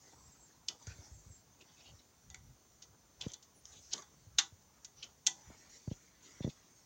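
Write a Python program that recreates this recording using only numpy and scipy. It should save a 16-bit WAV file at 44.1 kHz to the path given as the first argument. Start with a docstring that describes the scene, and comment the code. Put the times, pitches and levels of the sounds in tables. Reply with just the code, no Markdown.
"""Sleeved flat cables, lifted and bent by a hand inside an opened inverter in a small room, close to a hand-held phone.
The sleeves tick and twice snap: bursts of noise shaped by the sleeve, each ringing the boards and metal case.
Around them lie gritty scrapes and the uneven hiss of sliding, made from noise with flickering strength.
Damped low swings bump the phone and noise rumbles through its grip; thin whistles fall in pitch.
Under it all lie steady room hiss and a faint electronic whine of wavering sines."""
import sys
import numpy as np
from scipy import signal
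from scipy.fft import rfft, irfft
from scipy.io import wavfile
from scipy.ndimage import uniform_filter1d

SR = 44100
rng = np.random.default_rng(int(sys.argv[2]) if len(sys.argv) > 2 else 0)


def generate_wav(sig):
    """Save sig (samples, or channels by samples) to the path in sys.argv[1] as 16-bit PCM at SR."""
    pcm = np.round(np.clip(np.atleast_2d(sig).T, -1, 1) * 32767).astype(np.int16)
    wavfile.write(sys.argv[1], SR, pcm)


N = 302085  # length [samples]


def undb(db):
    """Decibels to gain."""
    return 10 ** (np.asarray(db) / 20)


def unit(x):
    """Scale to rms 1."""
    return x / np.sqrt(np.mean(x ** 2))


def times(seconds):
    """Time axis of a short sound [s]."""
    return np.arange(int(seconds * SR)) / SR


def add(out, s, sound):
    """Mix a sound in at time s."""
    i = max(int(s * SR), 0)
    out[i:i + len(sound)] += sound[:max(N - i, 0)]


def colour(x, points):
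    """Causal minimum-phase filter through (frequency [Hz], gain [dB]) points, built from the cepstrum."""
    size = 2048
    hz, db = np.transpose(points)
    log_hz = np.log(np.fft.rfftfreq(size, 1 / SR) + 1)
    log_gain = np.log(undb(np.interp(log_hz, np.log(hz), db)))
    # keeping only the positive-time half of the cepstrum makes the filter causal
    cepstrum = irfft(log_gain)[:size // 2]
    cepstrum[0] /= 2
    impulse = irfft(np.exp(rfft(2 * cepstrum, size)))
    return signal.fftconvolve(x, impulse)[:len(x)]


def walk(rate):
    """Smooth random wander of rms 1, heading for a new value rate times a second."""
    k = max(int(SR / rate), 1)
    steps = np.repeat(rng.standard_normal(N // k + 1), k)
    return unit(uniform_filter1d(steps, k)[:N])


def friction(spectrum, grain_db, grain_rate):
    """Dense tiny slips whose strength flickers as the surfaces catch."""
    slips = rng.standard_normal(N) * undb(grain_db * walk(grain_rate))
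    return unit(colour(slips, spectrum))


def moves(rows, attack_s, release_s, rest_db):
    """Gain of hand movements (time, length, level): each gets going, holds and dies away over a resting level."""
    t, power = np.arange(N) / SR, undb(rest_db) ** 2
    for s, length, db in rows:
        start = np.clip((t - s) / attack_s, 0, 1)
        end = np.exp(-np.clip((t - s - length) / release_s, 0, 20))
        power = power + (undb(db) * start * end) ** 2
    return np.sqrt(power)


def clicks(pitch_db=7, pitch_span=1.36, ring_db=-13.5, ring_rise_s=0.0047, creep_db=-24, creep_s=0.0026):
    """Each tick is a rush of slips that builds and dies in the sleeve and sets the case ringing."""
    # sleeve ticks and snaps: (time [s], level [dB], rise [s], decay [s], sleeve pitch [Hz],
    # body at 1900 Hz [dB], case ring [dB re level + ring_db], ringing most near [Hz])
    sleeve_ticks = [(0.684, -26.5, 0.003, 0.0011, 4330, -21, -15, 6260),
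                    (.689, -42, 0.0023, 0.0029, 3430, 0.5, -12, 590),
                    (0.824, -55, .001, 0.0042, 6050, -15, -10, 6300),
                    (.869, -44.5, .001, 0.0035, 2240, 6, 1, 1500),
                    (1.609, -58, 0.0026, 0.007, 2800, -4, -8, 3000),
                    (2.3011, -44.5, 0.00067, 0.0012, 3520, 0, -1.5, 850),
                    (2.3441, -43, 0.00081, 0.0031, 2200, 7.5, -2, 800),
                    (2.819, -53, .004, 0.013, 5300, -18, 4, 5970),
                    (3.209, -36, 0.0055, 0.0017, 3150, -19, -16, 3500),
                    (3.219, -43, .0038, 0.0045, 2870, -14, -15, 3500),
                    (3.283, -49, .0006, .0015, 3500, -18, -16, 6300),
                    (3.3177, -44.5, .0012, .0011, 6000, -18, -7, 6300),
                    (3.335, -40, 0.00054, 0.0021, 3600, -25, -22, 3500),
                    (3.34, -42, 0.00071, .003, 4600, -31, -4.5, 3500),
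                    (3.425, -57.5, 0.0014, 0.013, 4740, -13, 2, 6260),
                    (3.6545, -40, 0.00076, 0.00075, 5800, -14, -22, 6300),
                    (3.91, -40, .031, .0028, 5700, -14, -0.5, 900),
                    (3.9319, -28.5, .0036, 0.0032, 6200, -35, -14, 930),
                    (3.978, -46, 0.0022, 0.0034, 3900, -12, -8, 900),
                    (4.021, -49, 0.00047, 0.0017, 6260, -16, 3.5, 900),
                    (4.384, -18.5, .0027, 0.0069, 4200, -1, -3, 1524),
                    (4.846, -44.5, .0011, 0.005, 5450, -4, -2.5, 6230),
                    (5.024, -42.5, 0.0064, .0084, 2670, -10, -22, 2000),
                    (5.040, -47, 0.0014, 0.0027, 6300, -10, -10, 386),
                    (5.2655, -21.5, .0013, 0.0061, 7140, -3, -9, 6600),
                    (5.270, -20.5, 0.00097, 0.003, 3240, -13, -7, 920)]
    # spectrum of the sleeve: (frequency [Hz], gain [dB])
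    sleeve_spectrum = [(100, -34), (550, -28.5), (900, -21.5), (1400, -10), (2300, -5), (3200, -1.5),
                       (4100, -0.5), (5000, -3.5), (6500, 3), (7400, -6.5), (8300, -20.5), (9300, -31.5),
                       (13000, -33), (16000, -49)]
    # a sudden slip is bright, a gradual one dull: treble gain [dB] and the rise time between them [s]
    sudden_db, gradual_db, sudden_s = 8, -12.5, 0.0046
    out, lead = np.zeros(N), 1 / 100
    t = times(.3) - lead
    for s, db, rise, decay, hz, body_db, case_db, near_hz in sleeve_ticks:
        bright_db = gradual_db + (sudden_db - gradual_db) * np.exp(-(rise / sudden_s) ** 2)
        contact = [(1900, body_db), (3000, 0.004), (5200, 0), (6200, bright_db)]
        # the unheld part of the sleeve resonates
        free_length = [(hz / pitch_span, 0), (hz, pitch_db), (hz * pitch_span, 0)]
        force = np.clip(t / rise, 0, 1) * np.exp(-np.maximum(t - rise, 0) / decay)
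        # the sleeve creeps just before it lets go
        force = force + undb(creep_db) * np.exp(-np.abs(t) / creep_s)
        tick = colour(force * rng.standard_normal(len(t)), sleeve_spectrum)
        tick = colour(colour(tick, contact), free_length)
        add(out, s - lead, undb(db) * unit(tick) * np.sqrt(np.mean(force ** 2)))
        ring = case_ring(near_hz) * np.minimum((t + lead) / ring_rise_s, 1)
        add(out, s + rise / 2, undb(db + case_db + ring_db) * ring)
    return out


def case_ring(near_hz, far_db=-9, reach=0.2, twin_db=-5, detune=.03):
    """The ring of boards and case; the place of the blow favours the modes near one frequency."""
    # modes of case and boards: (frequency [Hz], relative level [dB], t60 [s])
    case_modes = [(335, -18, 0.16), (784, -7, 0.083), (876, -11.5, 0.11), (980, -8.5, 0.12),
                  (1479, 0, 0.045), (1727, -7.5, 0.086), (1972, -3.5, 0.15), (2400, -7, .1),
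                  (3180, -14, 0.21), (3400, -3, 0.13), (3470, -4, 0.19), (3662, 12, 0.051),
                  (3870, -22, 0.105), (4170, 2, 0.042), (4070, -16, 0.037), (4440, -1, 0.12),
                  (4650, 6.5, 0.063), (5730, 13, 0.056), (6200, 4, 0.073), (6350, -2, .2), (6600, -9, 0.2),
                  (6720, -3, 0.24), (6500, 3, 0.097), (7070, 3.5, 0.09)]
    t, ring = times(.3), 0
    for hz, db, t60 in case_modes:
        place_db = far_db * (1 - np.exp(-(np.log(hz / near_hz) / reach) ** 2))
        # a weaker, randomly detuned partner beside each mode makes the ring denser and less pure
        twin_hz = hz * (1 + detune * rng.standard_normal())
        mode = np.sin(2 * np.pi * (hz * t + rng.random()))
        twin = np.sin(2 * np.pi * (twin_hz * t + rng.random()))
        ring = ring + undb(db + place_db - 60 * t / t60) * (mode + undb(twin_db) * twin)
    return ring


def scrapes(width_hz=850, rasp_db=-3.0, band_db=-5, sag=.05):
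    """Gritty strokes of sleeve on sleeve; a resonance glides as the contact moves along the sleeve."""
    # sleeves dragged over each other: (time [s], length [s], level [dB], starting pitch [Hz])
    strokes = [(0, 0.15, -71, 6150), (0.849, 0.098, -64, 1610), (0.876, 0.068, -60, 2820),
               (0.931, 0.18, -73, 6100), (1.598, 0.036, -64, 2850), (1.67, .09, -70, 3310),
               (1.762, .07, -60, 5800), (1.815, .115, -59, 3140), (1.973, .055, -61.5, 5530),
               (3.217, 0.059, -53, 2830), (3.273, 0.065, -59.5, 3590), (3.71, 0.097, -59, 3970),
               (4.949, 0.14, -58.5, 5900), (5.337, 0.57, -69.5, 2130), (5.44, 0.21, -78, 4900),
               (5.721, .063, -64.5, 3850), (5.85, 1.0, -71, 2080), (5.897, 0.042, -53.5, 3380),
               (6.23, 0.06, -65, 4020), (6.416, 0.04, -54, 3710), (6.482, 0.033, -56.5, 3770)]
    # spectrum of the scraping rasp: (frequency [Hz], gain [dB])
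    rasp_spectrum = [(500, -2), (1600, -18), (2100, -4), (3600, 2), (4600, 1.5), (6500, -3), (9000, -45)]
    out = np.zeros(N)
    grit = friction(rasp_spectrum, grain_db=3.0, grain_rate=430)
    # a complex wander turns the gliding tone into a narrow band of noise
    flutter = (walk(width_hz) + 1j * walk(width_hz)) * undb(2.7 * walk(120))
    for s, length, db, hz in strokes:
        u = times(length) / length
        part = int(rng.random() * (N - len(u))) + np.arange(len(u))
        # sag: share of its pitch that a stroke loses as the free length of sleeve grows
        phase = 2 * np.pi * np.cumsum(hz * (1 - sag * u)) / SR
        band = np.real(flutter[part] * np.exp(1j * phase))
        stroke = undb(band_db) * band + undb(rasp_db) * grit[part]
        add(out, s, undb(db) * np.sin(np.pi * u) * stroke)
    return shifting(out, echo_db=4.0)


def rubbing(case_db=-11, attack_s=0.024, release_s=0.038):
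    """Skin and sleeves slide with an uneven hiss that rings the case; its hollow answers lower down."""
    # the hand slides along a cable: (time [s], length [s], hiss level [dB], hollow rub level [dB])
    slides = [(0, 0.13, -63.5, -71.5), (0.118, 0.41, -70, -73), (0.679, 0.028, -64, -59),
              (0.78, 0.088, -62, -69.5), (0.863, .2, -60, -71), (1.06, .3, -67.5, -78),
              (1.575, 0.4, -71, -81), (3.186, 0.11, -62, -63), (3.64, 0.286, -62.5, -73),
              (3.92, 0.071, -57, -55), (4.053, 0.19, -72.5, -80), (5.015, 0.042, -66, -65.5),
              (5.293, 0.37, -66, -68.5), (5.678, 0.093, -60, -76), (5.796, .26, -66.5, -78),
              (6.215, 0.29, -62, -71), (6.52, .33, -71.5, -88)]
    # spectrum of the sliding hiss: (frequency [Hz], gain [dB])
    hiss_spectrum = [(1200, -21.5), (2100, -6.5), (2700, -20.5), (4200, -6), (5200, -1.5), (6300, 5.5),
                     (7400, -3.5), (8200, -17.5), (10000, -25), (14000, -37.5)]
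    # spectrum of the case's hollow: (frequency [Hz], gain [dB])
    hollow_spectrum = [(40, -16.5), (100, -0.5), (300, 4.5), (550, 0), (850, 3), (1400, -2), (2200, -13),
                       (5000, -30.5)]
    # between slides the hand still brushes the cables, hence the resting levels
    hiss_rows = [(s, length, db) for s, length, db, _ in slides]
    hiss_gain = moves(hiss_rows, attack_s, release_s, rest_db=-74.5)
    hollow_rows = [(s, length, db) for s, length, _, db in slides]
    hollow_gain = moves(hollow_rows, attack_s, release_s, rest_db=-75.5)
    slide = friction(hiss_spectrum, grain_db=0.4, grain_rate=180)
    ring = unit(signal.fftconvolve(slide, case_ring(4000))[:N])
    low = friction(hollow_spectrum, grain_db=2.54, grain_rate=94)
    return shifting(hiss_gain * (slide + undb(case_db) * ring) + hollow_gain * low, echo_db=1)


def shifting(x, echo_db, spread_s=0.002, hold_s=.07):
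    """Close reflections between hand, boards and case; their comb crossfades to a new one every hold_s."""
    hop = int(hold_s * SR)
    t, fade = times(.02), np.hanning(2 * hop)
    padded = np.pad(x, (hop, 2 * hop))
    out = np.zeros(len(padded) + len(t))
    for i in range(0, N + hop, hop):
        echoes = rng.standard_normal(len(t)) * np.exp(-t / spread_s)
        echoes *= undb(echo_db) / np.linalg.norm(echoes)
        echoes[0] = 1  # direct sound
        piece = signal.fftconvolve(padded[i:i + 2 * hop] * fade, echoes / np.linalg.norm(echoes))
        out[i:i + len(piece)] += piece
    return out[hop:hop + N]


def bumps(fall=5.57, settle_s=0.0021, offset=0.15, scuff_db=-19, scuff_s=0.0028):
    """A finger pushes on the phone: a brief scuff, then a damped low swing whose pitch falls quickly and settles."""
    # soft bumps on the phone: (time [s], swell peak level [dB], settled pitch [Hz], time to swell peak [s])
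    pushes = [(0.87, -40, 94.4, 0.011), (0.905, -48.5, 80, .0088), (.984, -48.5, 85, 0.011),
              (1.111, -47.5, 65, 0.0092), (1.26, -51.5, 85, .0088), (1.296, -52.5, 92, .0083),
              (1.933, -52, 78, 0.0093), (2.487, -53, 126, 0.014), (3.2635, -30.5, 112, 0.0042),
              (4.264, -50, 98, 0.012), (4.52, -51, 90, .011), (5.5, -50, 204, 0.0046),
              (5.875, -31, 101, 0.0062), (5.913, -30.5, 103, 0.0043), (6.405, -33.5, 110, 0.0046),
              (6.444, -25.5, 110, 0.0046), (6.463, -34.5, 121, 0.0042), (6.475, -29, 110, .0034),
              (6.485, -39.5, 128, 0.0051)]
    # spectrum of skin scuffing the phone: (frequency [Hz], gain [dB])
    scuff_spectrum = [(100, -26), (300, -4.5), (470, 10), (750, -2.5), (1100, -13), (2000, -17),
                      (5000, -45)]
    out, t = np.zeros(N), times(0.14)
    for s, db, hz, swell in pushes:
        phase = 2 * np.pi * np.cumsum(hz * (1 + fall * np.exp(-t / settle_s))) / SR
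        envelope = (t / swell * np.exp(1 - t / swell)) ** 2
        swing = envelope * (np.sin(phase) - offset)
        scuff = unit(colour(rng.standard_normal(len(t)), scuff_spectrum))
        scuff = scuff * t / scuff_s * np.exp(1 - t / scuff_s)
        add(out, s, undb(db) * (swing + undb(scuff_db) * scuff))
    return out


def grip():
    """The holding hand rumbles through the phone's body, faintly at rest and more whenever it shifts."""
    # the grip shifts on the phone: (time [s], length [s], rumble level [dB])
    shifts = [(.12, 0.18, -66), (.83, 0.5, -63), (1.85, .13, -67), (2.21, .3, -59), (3.17, 0.13, -65.5),
              (4.13, 0.26, -64.5), (5.05, 0.054, -63.5), (5.46, 0.063, -59.5)]
    # spectrum of the grip's rumble: (frequency [Hz], gain [dB])
    rumble_spectrum = [(20, -20), (40, -1.5), (70, 8), (130, 2), (190, -6), (280, -20.5), (1000, -42)]
    gain = moves(shifts, attack_s=0.03, release_s=0.026, rest_db=-75.5)
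    return gain * friction(rumble_spectrum, grain_db=3.0, grain_rate=27)


def whistles(waver=0.016, settle=3.2, flicker_db=4):
    """Thin, ragged high whistles: wavering sines that drop quickly in pitch and then level off."""
    # faint falling whistles: (time [s], length [s], start pitch [Hz], end pitch [Hz], level [dB])
    falls = [(0.14, 0.23, 7700, 7540, -64.5), (0.358, 0.14, 7900, 7480, -64.5),
             (1.115, 0.14, 8000, 7250, -62.5), (1.282, 0.14, 7800, 7400, -62.5),
             (3.544, 0.071, 10400, 9400, -68), (3.68, 0.19, 8600, 8000, -77),
             (6.592, 0.42, 9700, 8100, -80)]
    out, flicker = np.zeros(N), unit(undb(flicker_db * walk(70)))
    for s, length, start_hz, end_hz, db in falls:
        u = times(length) / length
        glide = end_hz + (start_hz - end_hz) * (1 - u) ** settle
        hz = glide * (1 + waver * walk(400)[:len(u)])
        add(out, s, undb(db) * np.sin(np.pi * u) * np.sin(2 * np.pi * np.cumsum(hz) / SR))
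    return out * flicker


def room(x, build_s=0.0012):
    """Diffuse reflections of the small room, octave by octave, each dying away at its own rate."""
    # the room's answer: (octave centre [Hz], level [dB], t60 [s])
    room_octaves = [(296, 7.5, 0.17), (880, 4, 0.19), (1703, -2.5, 0.074), (3090, -10.5, 0.16),
                    (6600, -14.5, 0.2), (12000, -14, 0.092)]
    t, tail = times(.5), 0
    for hz, db, t60 in room_octaves:
        edges = [hz / np.sqrt(2), min(hz * np.sqrt(2), SR / 2 - 1)]
        echoes = rng.standard_normal(len(t)) * undb(-60 * t / t60) * (1 - np.exp(-t / build_s))
        band = signal.butter(2, edges, "band", fs=SR, output="sos")
        tail = tail + undb(db) * signal.sosfilt(band, echoes / np.linalg.norm(echoes))
    return signal.fftconvolve(x, tail)[:N]


def background(air_db=-68.5, drift=0.0001):
    """Steady room hiss of filtered noise and the thin whine of electronics, sines drifting slightly in pitch."""
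    # spectrum of the room's steady air: (frequency [Hz], gain [dB])
    air_spectrum = [(18, -42.5), (30, -5.5), (70, -5.5), (145, 1), (355, -6.5), (889, -11), (2610, -17),
                    (5170, -15), (6210, -10), (7270, -29), (8080, -32.5), (8740, -23), (12000, -28),
                    (14800, -19.5), (16000, -12.5)]
    # electronic whine: (frequency [Hz], rms level [dB])
    whine_tones = [(6336, -80), (7068, -81.5), (8468, -87.5), (9141, -97.5), (15536, -92)]
    out = undb(air_db) * unit(colour(rng.standard_normal(N), air_spectrum))
    for hz, db in whine_tones:
        phase = 2 * np.pi * np.cumsum(hz * (1 + drift * walk(40))) / SR
        out = out + undb(db) * unit(np.sin(phase))
    return out


def scene():
    """Cables, case and room, heard from just above the open unit."""
    contacts = clicks() + scrapes()
    handling = rubbing() + bumps() + grip()
    return (contacts + room(contacts) + handling + whistles() + background())[None]


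def record(dry, bass_hz=40, top_hz=15800):
    """The phone's microphone thins the deep bass and cuts the top."""
    thin = signal.sosfilt(signal.butter(N=4, Wn=bass_hz, btype="high", fs=SR, output="sos"), dry)
    return signal.sosfilt(signal.ellip(8, .2, 70, top_hz, fs=SR, output="sos"), thin)


dry = scene()
out = record(dry)
generate_wav(out)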